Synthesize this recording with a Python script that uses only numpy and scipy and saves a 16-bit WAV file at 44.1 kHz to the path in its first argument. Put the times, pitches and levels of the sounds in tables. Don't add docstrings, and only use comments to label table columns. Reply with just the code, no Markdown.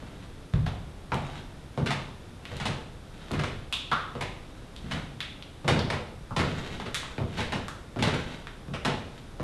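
import sys
import numpy as np
from scipy import signal
from scipy.fft import rfft, irfft, next_fast_len
from scipy.io import wavfile

SR = 44100
rng = np.random.default_rng(int(sys.argv[2]) if len(sys.argv) > 2 else 0)


def unload_audio(sound):
    columns = np.transpose(np.atleast_2d(sound))
    steps = np.round(np.clip(columns, -1, 1) * 32767)
    wavfile.write(sys.argv[1], SR, steps.astype(np.int16))


N = 415863
BLOW_SAMPLES = 2 ** 15
T = np.arange(BLOW_SAMPLES) / SR
HZ = np.fft.rfftfreq(BLOW_SAMPLES, 1 / SR)

# (frequency [Hz], level [dB])
RUMBLE_TONE = [(12, -21), (20, 1), (54, -3), (148, -7), (245, -12.5), (280, -10.5), (327, -14),
               (1140, -24.5), (1390, -24), (2000, -31.5), (2600, -77), (4400, -120)]
# (frequency [Hz], level [dB])
HISS_TONE = [(1200, -16), (2200, 1.5), (3000, -0.5), (3650, 2), (4200, -3.5), (5000, -4.5), (7000, -9),
             (9000, -9), (12000, -13.5)]
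# (start [s], length [s], level [dB])
SOLE_DRAGS = [(0.0, 0.25, -52), (1.244, 0.12, -42.5), (2.522, 0.11, -42), (3.173, 0.08, -48),
              (4.423, 0.23, -57.5), (4.91, 0.043, -40), (6.478, 0.27, -38), (7.035, 0.06, -45),
              (7.36, 0.03, -37.5), (8.111, 0.21, -39), (9.145, 0.019, -50)]
# (frequency [Hz], level [dB])
SCUFF_TONE = [(60, 11), (150, 10.5), (350, 2.5), (800, -1.5), (1500, -2.5), (2500, -5.5), (3700, -5),
              (5000, -14.5), (9000, -25), (12500, -32)]
# (frequency [Hz], time to fade by 60 dB [s])
HALL_FADE = [(60, 0.97), (160, 0.56), (420, 0.78), (1100, 0.55), (2500, 0.59), (3700, 0.6), (5000, 0.51),
             (8000, 0.49), (12000, 0.28)]
# (time [s], knock level [dB], thump level [dB], knock pitch [Hz])
HEEL_HITS = [(0.0266, -49, -45.5, 433), (0.5371, -43, -33.5, 420), (1.119, -33, -30.5, 830),
             (1.776, -33, -28, 398), (2.5147, -43.5, -40, 322), (3.3096, -36, -31.5, 403),
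             (4.1527, -38, -37, 450), (4.8405, -68, -37, 328), (5.6452, -38, -32, 380),
             (6.3087, -40, -36.5, 1100), (7.1815, -35, -30.5, 383), (7.961, -38, -30, 433),
             (8.6822, -48, -36, 450), (9.398, -36.5, -32.5, 445)]
# (time [s], rough clack peak [dB], knock level [dB], thump level [dB], knock pitch [Hz], thump pitch [Hz])
SOLE_TOUCHES = [(0.6626, -30.5, -41.5, -43, 696, 120), (1.8607, -20, -35.5, -35, 460, 175),
                (1.9065, -18, -36, -36.5, 1280, 170), (2.6002, -24.5, -62, -37, 1250, 100),
                (2.6549, -19.5, -33, -33.5, 1030, 150), (3.3342, -26.5, -62, -32.5, 624, 137),
                (3.3927, -23.5, -36, -39, 433, 75), (3.4368, -22.5, -36.5, -45, 373, 156),
                (3.915, -23, -35, -36.5, 1130, 161), (4.2098, -22.5, -34.5, -37.5, 905, 118),
                (4.9125, -22, -67, -34.5, 1000, 151), (5.6791, -13, -23.5, -25, 790, 125),
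                (5.7659, -35, -35, -31.5, 597, 148), (5.9012, -19, -29.5, -35.5, 860, 90),
                (6.3642, -18, -32.5, -29, 1260, 139), (6.392, -20, -30, -31, 496, 136),
                (6.7994, -29, -38, -39, 830, 191), (6.8593, -29.5, -38.5, -39, 503, 100),
                (7.380, -23, -34.5, -35, 810, 129), (7.4047, -21.5, -38, -37.5, 850, 245),
                (7.5227, -20.5, -33, -34.5, 835, 244), (7.9897, -27, -41, -29.5, 460, 138),
                (8.0251, -14.5, -30, -31.5, 940, 124), (8.073, -21, -29, -37.5, 484, 139),
                (8.1394, -23.5, -34.5, -37.5, 607, 234), (8.739, -27, -36, -45, 480, 148),
                (8.8497, -16, -27.5, -30.5, 890, 242)]
# (pitch [Hz], width [Hz], level [dB])
BOX_NOTES = [(87, 37, 1), (112, 17, -13.5), (137, 14.2, 3), (170, 33, -4), (225.4, 47, -5), (238.4, 32, -2),
             (292, 49, -16.5)]
# (pitch [Hz], width [Hz], level [dB])
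BOARD_NOTES = [(391, 81, 5), (492, 31, 7), (590, 82, 5), (671, 41, 3), (715, 57, 1.5), (875, 86, 4.5),
               (1057, 140, 4.5), (1300, 260, 5.5), (1500, 370, -33.5)]
# (frequency [Hz], level [dB])
PANEL_TONE = [(100, -48.5), (700, 9), (1400, 8.5), (2000, 8), (2800, 4.5), (3700, 1.5), (4800, -4),
              (7000, -12), (10000, -17), (12500, -30)]
# (pitch [Hz], width [Hz], level [dB])
PANEL_NOTES = [(1530, 70, -17), (1810, 70, 4), (1900, 46, -9.5), (2261, 100, -23), (2550, 210, -5),
               (3130, 70, -34), (2950, 72, 5.5), (3550, 105, 3), (3880, 180, -0.5)]
# (time [s], level [dB])
HEAVY_STEPS = [(0.536, -21), (0.590, -23.5), (2.691, -32.5), (3.345, -29), (5.691, -35), (6.388, -34.5)]
# (pitch [Hz], width [Hz], level [dB])
SPAN_NOTES = [(39, 15, -3.5), (56, 13, 0), (92, 23, 0.5), (117, 22, -8), (145.6, 17, 0.5), (169, 35, -25.5),
              (173, 12, -3)]
# (time [s], level [dB], pitch [Hz], width [Hz], frame ping over the ring [dB], snap over the level [dB])
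CLICKS_AND_CRACKS = [(0.5376, -44.5, 1360, 1400, -4, -19), (0.666, -39, 690, 220, -17, -17),
                     (1.12, -31.5, 840, 300, -33, -34), (1.1209, -40.5, 2260, 650, -24, -28),
                     (1.144, -44, 3120, 1300, -1, -8), (2.454, -44.5, 2330, 2800, -11, -14),
                     (2.568, -48.5, 3980, 2760, -6, -5.5), (3.316, -44.5, 3820, 3000, -10, -5.5),
                     (3.726, -29, 2760, 705, 1.5, -14), (3.9164, -24, 1280, 470, -15.5, -30),
                     (4.212, -40, 2210, 900, -16, -12), (4.764, -48.5, 3500, 2200, -8, -10),
                     (5.205, -34.5, 2280, 2210, 3, -16), (5.425, -47, 3000, 2200, 0, -18),
                     (5.792, -37.5, 4470, 1800, 1, -15), (6.9451, -31.5, 2020, 1760, 3, -6),
                     (7.032, -43, 1090, 600, -13, -20), (7.181, -46, 2100, 1790, -20, -23),
                     (7.683, -39.5, 1280, 850, -10, -10), (8.471, -43.5, 1410, 1500, -5.5, -19),
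                     (8.737, -49, 1600, 2010, -6, -20)]
# (frequency [Hz], level [dB])
SNAP_TONE = [(300, -35), (2000, -7.5), (4500, 12), (7000, 13), (10000, 7.5), (12500, 3)]


def amp(db):
    return 10 ** (np.asarray(db) / 20)


def unit(x):
    return x / np.sqrt(np.mean(x ** 2) + 1e-20)


def along(points, hz):
    frequencies, values = np.transpose(points)
    return np.interp(np.log(hz + 1), np.log(frequencies + 1), values)


def filtered(x, response):
    size = next_fast_len(N + SR // 2)
    return irfft(rfft(x, size) * response(np.fft.rfftfreq(size, 1 / SR)), size)[:N]


def ventilation(rumble_db=-44.5, hiss_db=-58.5):
    def noise(tone):
        return unit(filtered(rng.standard_normal(N), lambda hz: amp(along(tone, hz))))
    return amp(rumble_db) * noise(RUMBLE_TONE) + amp(hiss_db) * noise(HISS_TONE)


def drag_level(rise_db_per_s=164, fall_db_per_s=146):
    t = np.arange(N) / SR
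    return sum(amp(db - rise_db_per_s * np.maximum(s - t, 0)
                   - fall_db_per_s * np.maximum(t - s - length, 0)) for s, length, db in SOLE_DRAGS)


def scuffs(grains_per_s=700, size_spread_db=4):
    sizes = rng.standard_normal(N) * amp(size_spread_db * rng.standard_normal(N))
    grains = sizes * (rng.random(N) < grains_per_s / SR)
    rub = unit(filtered(grains, lambda hz: amp(along(SCUFF_TONE, hz)))) * drag_level()
    path = irfft(amp(-1.0) + hall(early_db=0.0, early_s=.03))
    return signal.fftconvolve(rub, path / np.linalg.norm(path))[:N]


def hall(early_db, early_s, count=14):
    hz, t, noise = signal.stft(rng.standard_normal(BLOW_SAMPLES), SR, nperseg=256)
    fade = amp(-60 * t / along(HALL_FADE, hz)[:, None])
    tail = signal.istft(noise * fade, SR, nperseg=256)[1][:BLOW_SAMPLES]
    tail *= 1 - np.exp(-T / 0.0014)
    early = np.zeros(BLOW_SAMPLES)
    delay = rng.uniform(0, 1, count) * np.clip(early_s, .002, .2)
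    np.add.at(early, (delay * SR).astype(int), rng.choice([-1, 1], count) * np.exp(-delay / early_s))
    return rfft(tail / np.linalg.norm(tail) + amp(early_db) * early / np.linalg.norm(early))


def struck(gain):
    cepstrum = irfft(np.log(np.maximum(gain, 1e-6)))
    cepstrum[1:BLOW_SAMPLES // 2] *= 2
    cepstrum[BLOW_SAMPLES // 2 + 1:] = 0
    return np.exp(rfft(cepstrum))


def muffle(soft_hz, order):
    return 1 / np.sqrt(1 + (HZ / soft_hz) ** (2 * order))


def body(notes, low_hz):
    power = sum(np.abs(amp(db) * HZ * width / (pitch ** 2 - HZ ** 2 + 1j * HZ * width)) ** 2
                for pitch, width, db in notes)
    return np.sqrt(power) * muffle(low_hz, order=2) * (HZ / low_hz) ** 2


def spot(centre_hz, db_per_octave):
    return amp(-db_per_octave * np.abs(np.log2((HZ + 1) / centre_hz)))


def add_blow(track, s, db, spectrum):
    blow = irfft(spectrum)
    start = max(round(s * SR), 0)
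    stretch = track[start:start + BLOW_SAMPLES]
    stretch += (amp(db) * np.sqrt(SR / 20) * blow / np.linalg.norm(blow))[:len(stretch)]


def contacts(heel_thump_hz=132, firm_db=-36.5, settle_s=0.028, settle_knock_hz=504, settle_thump_hz=146):
    # (clack treble [dB per octave], direct sound over echo [dB])
    heels = [(s, knock_db + 0.5, knock_db, thump_db, knock_hz, heel_thump_hz, 1, -3.5)
             for s, knock_db, thump_db, knock_hz in HEEL_HITS]
    soles = [(*sole, -0.5, -9) for sole in SOLE_TOUCHES]
    settles = [(s + settle_s, clack_db - 11, knock_db - 6.5, thump_db,
                settle_knock_hz, settle_thump_hz, treble_db, direct_db)
               for s, clack_db, knock_db, thump_db, _, _, treble_db, direct_db in heels + soles
               if thump_db > firm_db]
    return heels + soles + settles


def chatter(life_s, bounce_db, count=8):
    delay = rng.exponential(1, count)
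    bounces = amp(bounce_db) * rng.standard_normal(count) * np.exp(-delay / 2)
    touches = np.zeros(BLOW_SAMPLES)
    touches[0] = 1
    np.add.at(touches, (delay * life_s * SR).astype(int) % BLOW_SAMPLES, bounces)
    return rfft(touches)


def footsteps(peak_over_level_db=12.0):
    out = np.zeros(N)
    box = body(BOX_NOTES, low_hz=54) * muffle(soft_hz=406, order=2)
    boards = body(BOARD_NOTES, low_hz=236)
    panels = np.hypot(amp(along(PANEL_TONE, HZ)), body(PANEL_NOTES, low_hz=500))
    upper_octaves = np.log2(1 + (HZ / 4000) ** 2) / 2
    for s, clack_db, knock_db, thump_db, knock_hz, thump_hz, treble_db, direct_db in contacts():
        echo = hall(early_db=-2, early_s=.028)
        path = amp(direct_db) + echo
        thump = struck(box * spot(thump_hz, db_per_octave=5.5))
        add_blow(out, s, thump_db, thump * (amp(-23.5) + echo))
        knock = struck(boards * spot(knock_hz, db_per_octave=4.0) * muffle(2.44 * knock_hz, order=4))
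        add_blow(out, s, knock_db, knock * path)
        tilt_db = treble_db + np.clip(0.13 * (clack_db + 31), -6, 3)
        clack = struck(panels * amp(tilt_db * upper_octaves)) * chatter(life_s=0.011, bounce_db=-14.5)
        add_blow(out, s, clack_db - peak_over_level_db, clack * path)
    return out


def booms():
    out = np.zeros(N)
    span = struck(body(SPAN_NOTES, low_hz=28) * muffle(soft_hz=199, order=6))
    for s, db in HEAVY_STEPS:
        add_blow(out, s, db, span * (amp(-3.0) + hall(early_db=0.5, early_s=0.0556)))
    return out


def clicks_and_cracks(even_mix_db=-42.5, driest_db=1.5):
    out = np.zeros(N)
    snap = struck(amp(along(SNAP_TONE, HZ)))
    ping = body([(3470, 830, 0)], low_hz=500) ** 2
    deck = body([(1110, 480, -9.5)], low_hz=405)
    for s, db, hz, width, ping_db, snap_db in CLICKS_AND_CRACKS:
        ring = body([(hz, width, 0)], low_hz=250) ** 2
        tone = np.sqrt(ring ** 2 + (amp(ping_db) * ping) ** 2 + deck ** 2)
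        tone *= muffle(soft_hz=5470, order=3)
        echo = hall(early_db=-3.0, early_s=.028)
        direct_db = min(0.52 * (even_mix_db - db), driest_db)
        add_blow(out, s, db, struck(tone) * (amp(direct_db) + echo))
        add_blow(out, s, db + snap_db, snap * (amp(direct_db + 1.5) + echo))
    return out


def scene():
    return (ventilation() + scuffs() + footsteps() + booms() + clicks_and_cracks())[None]


def record(dry, top_hz=12100):
    return np.array([filtered(channel, lambda hz: 1 / np.sqrt(1 + (hz / top_hz) ** 200))
                     for channel in dry])


dry = scene()
out = record(dry)
unload_audio(out)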